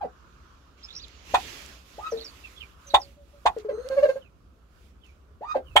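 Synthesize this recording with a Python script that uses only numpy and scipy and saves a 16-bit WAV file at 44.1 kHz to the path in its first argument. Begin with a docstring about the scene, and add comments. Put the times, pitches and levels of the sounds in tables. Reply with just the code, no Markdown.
"""Inside a wooden nest box in a shed, a turkey hen calls close to a two-port microphone.
From the start the shed hums low and hiss swells over rustling straw; a small bird trills on the right from
0.8 s, chicks peep later. Sharp clucks (a pitch shot with a ringing beak) start at 1.3 s, straw ticks (noise
bursts) fall among them, and near 2 s a yelp scoops, breaks and drops. A purr of short gliding beats starts
softly at 2.8 s, then grows loud under a thin wheeze. A second yelp comes at 5.4 s, then a long gust of low
rumble rises under a last cluck."""
import sys
import numpy as np
from scipy import signal
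from scipy.fft import rfft, irfft
from scipy.io import wavfile
from scipy.ndimage import uniform_filter1d

SR = 44100
rng = np.random.default_rng(int(sys.argv[2]) if len(sys.argv) > 2 else 0)


def unload_wav(signal):
    """Save mono or channel-first audio to the path in sys.argv[1] as 16-bit WAV at rate SR, clipped to [-1, 1]."""
    wavfile.write(
        sys.argv[1],
        SR,
        np.round(np.clip(np.atleast_2d(signal).T, -1, 1) * 32767).astype(np.int16),
    )


N = 255780  # samples, 5.8 s

# Sharp clucks, close to the microphone; levels before the box answers:
# t/s, level/dB, length/s, start f/Hz, top f/Hz, beak f/Hz, then beak, rasp and puff relative level/dB
CLUCKS = [(1.337, -12.5, 0.016, 458.6, 1250, 3520, -8.5, -18.5, -29),
          (2.937, -8.5, 0.015, 505, 1234, 3573, -2, -22, -25.5),
          (3.453, -11.5, 0.018, 530.5, 1239, 3470, -12.5, -23.5, -25.5),
          (5.755, -10.5, 0.017, 491.7, 1182, 3185, 3.5, -10, -23)]
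# Lower resonances of the mouth: share of the beak f, width/Hz, level/dB
MOUTH = [(.42, 170.6, 19.5), (.545, 120, 18.5), (.71, 200, 19)]
# Colour of the throat, for overtones of clucks and notes: f/Hz, level/dB
THROAT = [(1100, -5), (1700, 3), (2300, -6), (3500, -6), (4400, -3), (5400, -14), (6800, -4), (9000, -17)]
RATTLE_HZ, RATTLE_DEPTH = 232.7, 0.55  # a second, slower flap of the membranes breaks up the cluck


def cluck(s, db, length, start_hz, top_hz, beak_hz, beak_db, rasp_db, puff_db):
    """The pitch shoots up in a few cycles; the membranes snap shut and ring the open beak; air puffs out."""
    u = np.linspace(0, 1, round(length * SR))
    hz = start_hz + (top_hz - start_hz) * u ** 1.3
    phase = 2 * np.pi * np.cumsum(hz) / SR
    push, snap = np.sin(np.pi * u ** 1.29), np.sin(np.pi * u ** 1.9)
    over = sum(amp(-20.0 - 1.3 * (k - 5.0) + read(THROAT, k * hz)) * np.cos(k * phase)
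               for k in range(2, 12))
    ring_out = np.zeros(2000)  # silence for the resonances to die in
    puffs = np.r_[snap ** 2 * (1.2 + np.cos(phase)) * rng.standard_normal(len(u)), ring_out]
    beak = resonate(resonate(puffs, beak_hz, 170), beak_hz, 600)
    rasp = resonate(resonate(puffs, 5000, 6500), 8200, 4000)
    for share, width_hz, part_db in MOUTH:
        mouth_hz = share * beak_hz
        rasp = rasp + amp(part_db) * resonate(resonate(puffs, mouth_hz, width_hz), mouth_hz, 2 * width_hz)
    puff = resonate(np.r_[snap, ring_out], 73, 90)
    rattle = 1 + RATTLE_DEPTH * np.cos(2 * np.pi * (RATTLE_HZ * length * u + rng.random()))
    voice = np.r_[rattle * (push * np.sin(phase) + push ** 2 * over), ring_out]
    voice = voice + amp(beak_db) * beak / abs(beak).max()
    voice = voice + amp(rasp_db) * rasp
    return s, amp(db) * (voice + amp(puff_db) * puff / abs(puff).max())


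# Yelps, a scoop that breaks up into a whistle; levels before the box answers:
# t/s, length/s, break after t/s, top f/Hz, start level/dB, scoop level/dB, whistle level/dB
YELPS = [(1.983, 0.12, 0.02, 1279, -37.5, -45.5, -30.5), (5.411, 0.14, 0.04, 1254, -39.5, -39, -32)]
SCOOP_HZ, SCOOP_TOP_HZ, BREAK_HZ = 428.6, 984, 1116  # scoop start, its shelf, whistle start
SETTLE_S, DIP_DB = 0.019, -9  # the whistle's glide time; the drop in level near the break
CREST, SHUT = .76, .87  # whistle peak and closing, as shares of the length
SHUT_DB, END_DB = -12, -22  # levels at the closing and the end, against the whistle


def yelp(s, length, break_s, top_hz, start_db, scoop_db, db):
    """The pitch scoops up to a shelf, breaks upward and settles; the whistle swells and shuts."""
    t = np.linspace(0, length, num=60)
    # the second and third marks overlap, so the level falls abruptly just before the break
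    marks = [0, 0.91 * break_s, 0.83 * break_s, CREST * length, SHUT * length, length]
    levels = [start_db, scoop_db, scoop_db + DIP_DB, db, db + SHUT_DB, db + END_DB]
    level_db = np.interp(t, marks, levels)
    scoop = SCOOP_TOP_HZ - (SCOOP_TOP_HZ - SCOOP_HZ) * np.exp(-3 * t / break_s)
    whistle = top_hz - (top_hz - BREAK_HZ) * np.exp((break_s - t) / SETTLE_S)
    hz = np.where(t < break_s, scoop, whistle)
    return note(np.c_[s + t, hz, level_db], hoarse=.14, waver=.016, half=.06)


# Falling notes, heard after the yelps and once near the start; levels before the box answers:
# t/s, length/s, start f/Hz, end f/Hz, glide/s, crest after t/s, crest level/dB, fade/dB per s, strong-weak 0-1
DROPS = [(0.01, 0.051, 823, 437, 0.034, 0.0037, -33, 25, 0.06),
         (2.12, 0.14, 633, 453.7, 0.0045, 0.0027, -24.5, 278, 0.04),
         (5.547, 0.05, 900, 521, .008, 0.016, -20, 505, 0.18)]
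DROP_SWELL_DB = -12  # level at the onset, against the crest


def drop(s, length, start_hz, end_hz, glide_s, crest_s, db, fade_db, half):
    """The pitch sinks and settles; the level swells to a crest and fades."""
    t = np.linspace(0, length, num=40)
    level_db = db + np.where(t < crest_s, DROP_SWELL_DB * (1 - t / crest_s), fade_db * (crest_s - t))
    hz = end_hz + (start_hz - end_hz) * np.exp(-(t / glide_s) ** 2.5)
    return note(np.c_[s + t, hz, level_db], hoarse=.28, waver=.011, half=half)


# Beats of the purr, first soft, then loud; levels before the box answers:
# t/s, length/s, start f/Hz, end f/Hz, peak level/dB, place of the peak 0-1
PURR = [(2.846, 0.29, 561, 557, -54.5, 0.42), (3.165, 0.12, 587, 548, -60, 0.22),
        (3.329, 0.095, 579, 560, -59.5, 0.17), (3.564, 0.035, 504, 354, -30, 0.1),
        (3.647, 0.039, 443, 390, -33.5, 0.13), (3.684, 0.023, 576.4, 500, -23, 0.59),
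        (3.708, 0.0097, 540, 480, -24.5, 0.5), (3.725, 0.047, 416, 467, -33.5, 0.3),
        (3.773, 0.069, 451.4, 548, -33, 0.14), (3.837, 0.049, 483, 538, -32, 0.64),
        (3.899, 0.077, 534, 531, -24, 0.3), (3.962, 0.045, 585.7, 526.7, -17, 0.57),
        (4.003, 0.024, 520, 548, -26.5, 0.45), (4.023, 0.027, 583, 566, -15, 0.53),
        (4.049, 0.014, 539, 543, -16, 0.52), (4.064, .014, 531, 558, -33, .4),
        (4.082, 0.032, 534.4, 524, -16, 0.52), (4.156, 0.033, 532, 539, -29, 0.35)]


def beat(s, length, start_hz, end_hz, db, place):
    """One beat of the purr: a rounded swell on a short glide."""
    u = np.linspace(0, 1, 24)
    hz = start_hz + (end_hz - start_hz) * u
    rows = np.c_[s + length * u, hz, db + swell_db(u, place, 1.05)]
    return note(rows, hoarse=.03, waver=.004, half=0)


# A thin wheeze over the loud purr: t/s, length/s, start f/Hz, end f/Hz, level/dB
WHEEZE = (3.73, .41, 2070, 2200, -65)
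# Its partials: multiple of f, level/dB
WHEEZE_PARTIALS = [(2, 0), (3, -3), (4, -9), (5, -12)]


def wheeze(start, length, start_hz, end_hz, db):
    """A faint, wavering stack of partials above a pitch that is itself absent."""
    rows = [(start, start_hz, db - 5), (start + length, end_hz, db)]
    s, hz, _, phase, edges = sung(rows, .04, waver=.02)
    stack = sum(amp(part_db) * np.cos(k * phase) for k, part_db in WHEEZE_PARTIALS)
    return s, amp(db) * edges * stack


def note(rows, hoarse, waver, half):
    """Near sine; effort and the beak, which opens for high notes, bring up the overtones and breathy air."""
    s, hz, db, phase, edges = sung(rows, .003, waver)
    shake = evened(uniform_filter1d(rng.standard_normal((len(hz), 17)), 400, 0)).T
    flicker = amp(2.6 * shake)  # each partial flickers alone
    first_db = -36 + .3 * (db + 22.5) + 0.02 * hz
    over = sum(amp(first_db - 3.4 * k + read(THROAT, (k + 2) * hz)) * flicker[k] * np.cos((k + 2) * phase)
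               for k in range(16))
    air = resonate(resonate(rng.standard_normal(len(hz)), 4350, 400), 4350, 900)
    breath = amp(first_db - 6.5) * (1 + np.cos(phase)) * air
    voice = np.sqrt(flicker[-1]) * np.cos(phase) + over + breath
    rough = evened(signal.oaconvolve(rng.standard_normal(len(hz)), np.hanning(160), "same"))
    grain = 1 + hoarse * np.linspace(0, 2, len(hz)) * rough  # the note turns hoarse towards its end
    cycles = 1 + half * np.cos(phase / 2)  # strong and weak cycles alternate
    return s, np.sqrt(2) * amp(db) * edges * grain * cycles * voice


def sung(rows, edge_s, waver):
    """Start, pitch, level, phase and soft edges of one note, with a slight waver of pitch."""
    s, hz, db = np.transpose(rows)
    t = np.arange(s[0] - edge_s, s[-1] + edge_s, 1 / SR)
    drift = evened(uniform_filter1d(rng.standard_normal(len(t)), 150))
    hz = uniform_filter1d(np.interp(t, s, hz), 120) * (1 + waver * drift)
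    edges = np.clip(np.minimum(t - t[0], t[-1] - t) / edge_s, 0, 1)
    return max(t[0], 0), hz, np.interp(t, s, db), 2 * np.pi * np.cumsum(hz) / SR, edges


def swell_db(u, place, roundness):
    """A rounded rise and fall over u = 0-1 with its peak at place."""
    bent = np.clip(u, 0, 1) ** (np.log(.5) / np.log(np.clip(place, .05, .95)))
    return 20 * np.log10(abs(np.sin(np.pi * bent)) ** roundness + .025)


# Air modes of the box: f/Hz, width/Hz, level/dB
HOLLOW = [(247, 11, -8), (1006, 71, -0.5), (1980, 23, 8)]


def hollow(hen):
    """The air in the box hums after each call."""
    return sum(amp(db) * resonate(hen, hz, width_hz) for hz, width_hz, db in HOLLOW)


# Walls of the box: delay t/ms, left gain, right gain
WALLS = [(3.1, -0.23, 0.27), (4.8, 0.23, -0.13), (7.3, -0.15, 0.4)]
# Decay of the echoes: f/Hz, time to fall 60 dB/s, relative level/dB
BOX = [(300, 0.3, -19), (560, 0.086, -14), (740, 0.12, -3.5), (980, .09, -5), (2830, .06, -3.5),
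       (7320, .07, -4)]


def box(walls, tail_db):
    """Single echoes from the walls, then sparse taps of random sign, each band dying at its own speed."""
    taps = np.zeros((2, 12000))
    at = np.arange(300, 11980, 20) + rng.integers(0, 20, (2, 584))
    np.put_along_axis(taps, at, rng.choice([-1., 1.], at.shape), 1)
    hz, t, z = signal.stft(taps, SR, nperseg=512)
    table = np.array(BOX)
    fall_db = read(table[:, ::2], hz)[:, None] - 60 * t / read(table[:, :2], hz)[:, None]
    same = read(SAME, hz)[:, None]  # the bass reaches both ports alike
    z[1] = same * z[0] + np.sqrt(1 - same ** 2) * z[1]
    echo = signal.istft(z * amp(fall_db), SR, nperseg=512)[1]
    echo *= amp(tail_db) / np.linalg.norm(echo[0])
    echo[:, 0] += 1  # the direct sound
    for ms, left, right in walls:
        echo[:, round(ms * SR / 1000)] += left, right
    return echo


# Peeps to the right: chicks, and before 1 s three short ones within the small bird's trill; levels relative:
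# t/s, length/s, start f/Hz, middle f/Hz, end f/Hz, peak level/dB, warble as a share of f
PEEPS = [(0.885, 0.014, 3710, 3500, 3800, -52, .01), (0.905, 0.009, 3880, 3600, 3280, -48, 0.011),
         (0.925, 0.02, 3460, 4700, 6000, -54, 0.03), (2.106, 0.026, 6100, 5950, 4600, -49, 0.0061),
         (2.171, 0.029, 3600, 3900, 3200, -51, 0.044), (2.2, 0.038, 4100, 4250, 4060, -52.5, 0.075),
         (2.237, 0.057, 6330, 4850, 4475, -48.5, 0.0045), (2.433, 0.052, 2645, 2620, 2160, -51.5, 0.011),
         (2.56, 0.05, 3420, 3400, 3550, -58.5, 0.019), (2.602, 0.041, 3340, 2720, 2300, -50, 0.023),
         (2.867, 0.031, 6250, 6100, 5820, -50.5, .01), (2.895, 0.036, 4600, 4100, 3610, -53, 0.057),
         (2.997, 0.06, 6250, 4900, 4350, -54, 0.0092), (4.203, 0.08, 3520, 2780, 2450, -68.5, 0.021),
         (5.01, 0.13, 3590, 2530, 2420, -71.5, 0.033), (5.641, 0.13, 3340, 2720, 2430, -68.5, 0.017)]


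def peep(start, length, start_hz, middle_hz, end_hz, db, warble_share):
    """A thin whistle on an arc through three pitches, with a flutter in its level."""
    u = np.linspace(0, 1, num=24)
    arc = np.polyval(np.polyfit([0, .5, 1], [start_hz, middle_hz, end_hz], deg=2), u)
    rows = np.c_[start + length * u, arc, db + swell_db(u, .45, .7)]
    s, hz, db, phase, edges = sung(rows, 0.0058, warble_share)
    flutter_db = 5 * evened(uniform_filter1d(rng.standard_normal(len(hz)), 200))
    return s, np.sqrt(2) * amp(db + flutter_db) * edges * np.cos(phase)


# Joined warbles of a small bird, perhaps a wild one outside, to the right; one list each, levels relative:
# t/s, f/Hz, level/dB
WARBLES = [
    [(.827, 3320, -61), (.837, 5240, -50), (.851, 5370, -43), (.863, 4070, -68)],
    [(.949, 3710, -53), (.955, 5520, -41), (.961, 6500, -73), (.965, 5470, -35.5), (.971, 5060, -46),
     (.982, 6050, -44), (.992, 4140, -59), (.999, 3400, -51), (1.006, 4400, -54), (1.012, 3380, -62),
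     (1.016, 4700, -54), (1.027, 4900, -52.5), (1.048, 3370, -47.5)],
]


def warble(*rows):
    """A thin whistle that runs up and down without a break."""
    s, _, db, phase, edges = sung(rows, 0.00118, waver=.006)
    return s, np.sqrt(2) * amp(db) * edges * np.cos(phase)


# Straw ticks: t/s, peak level/dB midway between the ports, left minus right level/dB
TICKS = [(1.0827, -38.5, -8), (1.662, -33.5, -6), (3.586, -43.5, 10.5), (3.8884, -35, -22.5),
         (5.065, -53, -4)]


def ticks():
    """Dry stems snap: a burst of about a millisecond."""
    out, t = np.zeros((2, N)), np.arange(150) / SR
    for (s, db, pan_db), burst in zip(TICKS, rng.standard_normal((len(TICKS), 150))):
        snap = resonate(resonate(burst * np.exp(-t / 0.00081), 4400, 4200), 5600, 8600)
        add(out, s, amp(db + np.array([[pan_db], [-pan_db]]) / 2) * snap / abs(snap).max())
    return out


# Swells of hiss and rustling straw, levels relative:
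# t/s, length/s, place of the peak 0-1, roundness, peak level/dB, treble level/dB
RUSTLES = [(0, 0.81, 0.55, 0.39, -67.5, -6), (0.77, 0.97, 0.51, 0.27, -57, -10.5),
           (1.231, 0.74, 0.3, 1.88, -44, -1.5), (1.848, 0.92, 0.31, 0.47, -55, 0.5),
           (2.701, 0.53, 0.5, 1.6, -58.5, 2.5), (3.186, 0.5, 0.59, 0.41, -66.5, 4),
           (3.572, 0.059, 0.4, 1.2, -56, -6), (3.636, 0.66, 0.57, 1.73, -59, 2),
           (4.675, 0.25, 0.65, .5, -67.5, 2.5), (5.043, 0.18, 0.05, 0.88, -67, -1)]
# A band of hiss near 1.2 kHz, level relative: t/s, level/dB
MIDDLE = [(0, -45), (1, -52), (2.9, -47.5), (3.15, -61), (3.9, -39), (4.15, -50.5), (4.3, -58), (5.4, -56),
          (5.8, -49.5)]
# Colour of all the hiss: f/Hz, relative density level/dB
RUSTLE_TONE = [(150, -11), (300, -3), (900, -11), (2800, -9), (7000, -13), (8700, -22.5), (11500, -18.5),
               (15500, -25)]
STILL_DB = -76.5  # hiss between the swells, on the same relative scale


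def rustle():
    """Swells of broad hiss, each with its own share of treble, over a faint still hiss and a middle band."""
    t = np.arange(N // 128 + 5) * 128 / SR
    hz = np.fft.rfftfreq(512, 1 / SR)[:, None]
    high = read([(7200, 0), (8200, 1)], hz)
    middle = np.exp(-(np.log((hz + 1) / 1200) / .2) ** 2)
    power = amp(STILL_DB) ** 2 + middle * amp(np.interp(t, *np.transpose(MIDDLE))) ** 2
    for s, length, place, roundness, db, treble_db in RUSTLES:
        u = (t - s) / length
        inside = abs(u - .5) < .5
        power = power + inside * amp(db + swell_db(u, place, roundness) + high * treble_db) ** 2
    return amp(-8) * noise(read(RUSTLE_TONE, hz) + 10 * np.log10(power), patchy_db=1.6)


# Gusts that lift the low rumble: t/s, length/s, level/dB
GUSTS = [(1.27, 0.28, -46), (5.598, 1, -38.5)]


def gusts():
    """Swells of rumble, noise mostly below 100 Hz."""
    t, hz = np.arange(N) / SR, np.fft.rfftfreq(N, 1 / SR)
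    tone_db = read([(25, -19.0), (60, -1.5), (100, -6.5), (200, -28.0), (400, -53.5)], hz)
    low = irfft(rfft(noise(0, patchy_db=-4)) * amp(tone_db), N)
    swell = np.zeros(N)
    for s, length, db in GUSTS:
        u = (t - s) / length
        swell += (abs(u - .5) < .5) * amp(db + swell_db(u, 0.41, 1.0))
    return evened(low) * swell


# Colour of the shed's hum and air: f/Hz, relative density level/dB
SHED = [(20, -26.5), (50, -2), (65, 4), (95, -13.5), (125, -14.5), (370, -21.5), (600, -26), (1800, -45.5),
        (15500, -56.5)]
SHED_DB = -54  # mean level over both ports


def shed():
    """Low hum and air of the shed; one long filter keeps the hum narrow."""
    hz = np.fft.rfftfreq(N, 1 / SR)
    air = irfft(rfft(noise(0, patchy_db=1.5)) * amp(read(SHED, hz)), N)
    return amp(SHED_DB) * evened(air)


# Likeness of the two ports: f/Hz, left-right likeness
SAME = [(60, .89), (240, .84), (950, 0.058)]


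def noise(field_db, patchy_db):
    """Two-port noise under a dB field of (bins, frames), broken into drifting patches."""
    hz = np.fft.rfftfreq(512, 1 / SR)
    a, b, c, d, patches = rng.standard_normal((N // 128 + 5, 257, 5)).T
    patches = evened(uniform_filter1d(uniform_filter1d(patches, 6, 0), 20, 1))
    same, left = np.clip(read(SAME, hz), -1, 1)[:, None], a + 1j * b
    z = np.array([left, same * left + np.sqrt(1 - same ** 2) * (c + 1j * d)])
    lean_db = read(LEAN, hz)[:, None] / 2 * np.array([1, -1])[:, None, None]
    z *= amp(lean_db + field_db + patchy_db * patches)
    return signal.istft(z, nperseg=512, noverlap=384)[1][:, :N]


# The body shades the left port of the microphone: f/Hz, left minus right level/dB at full share
LEAN = [(300, -0.5), (1100, 0), (2600, -15.5), (6000, -4.5), (15000, -0.5)]


def lean(x, share, lead_s):
    """One source at both ports: shaded on the left in the treble, earlier on the left by lead_s."""
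    hz = np.fft.rfftfreq(N, 1 / SR)
    half = amp(share * read(LEAN, hz) / 2) * np.exp(1j * np.pi * hz * lead_s)
    return irfft(rfft(x) * np.array([half, 1 / half]), N)


def resonate(x, hz, width_hz):
    """A two-pole resonance of gain 1 at its centre."""
    return signal.lfilter(*signal.iirpeak(hz, hz / width_hz, SR), x)


def amp(db):
    """Gain of a level in dB."""
    return 10 ** (np.asarray(db) / 20)


def evened(x):
    """Scale to an rms of 1."""
    return x / np.sqrt(np.mean(x ** 2) + 1e-20)


def read(points, hz):
    """Read a curve of (Hz, value) points along log frequency."""
    f, value = np.transpose(points)
    return np.interp(np.log(hz + 1), np.log(f + 1), value)


def add(mix, s, sound):
    """Lay a sound into the mix from s seconds, cut at the end."""
    part = mix[..., round(s * SR):][..., :sound.shape[-1]]
    part += sound[..., :part.shape[-1]]


def scene():
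    """The hen close by in her box, chicks and a small bird to the right, then straw, shed and gusts behind."""
    hen, small_birds = np.zeros((2, N))
    calls = ((cluck, CLUCKS), (yelp, YELPS), (drop, DROPS), (beat, PURR), (wheeze, [WHEEZE]))
    for call, table in calls:
        for row in table:
            add(hen, *call(*row))
    for row in PEEPS:
        add(small_birds, *peep(*row))
    for rows in WARBLES:
        add(small_birds, *warble(*rows))
    hum = hollow(hen)
    hen = signal.fftconvolve(lean(hen, 0.56, 0.00016), box(WALLS, tail_db=-1.5), axes=1)
    # a negative lead: these reach the right port first
    small_birds = lean(amp(3.0) * small_birds, 0.92, -0.00014)
    small_birds = signal.fftconvolve(small_birds, box([], tail_db=-5.5), axes=1)
    return (hen + small_birds)[:, :N] + hum + ticks() + rustle() + shed() + gusts()


def record(dry):
    """The band limit of the recorder, a steep low-pass at 15.8 kHz."""
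    low_pass = signal.firwin(511, 15800, window=("kaiser", 9), fs=SR)
    return signal.oaconvolve(dry, low_pass[None], "same")


dry = scene()
out = record(dry)
unload_wav(out)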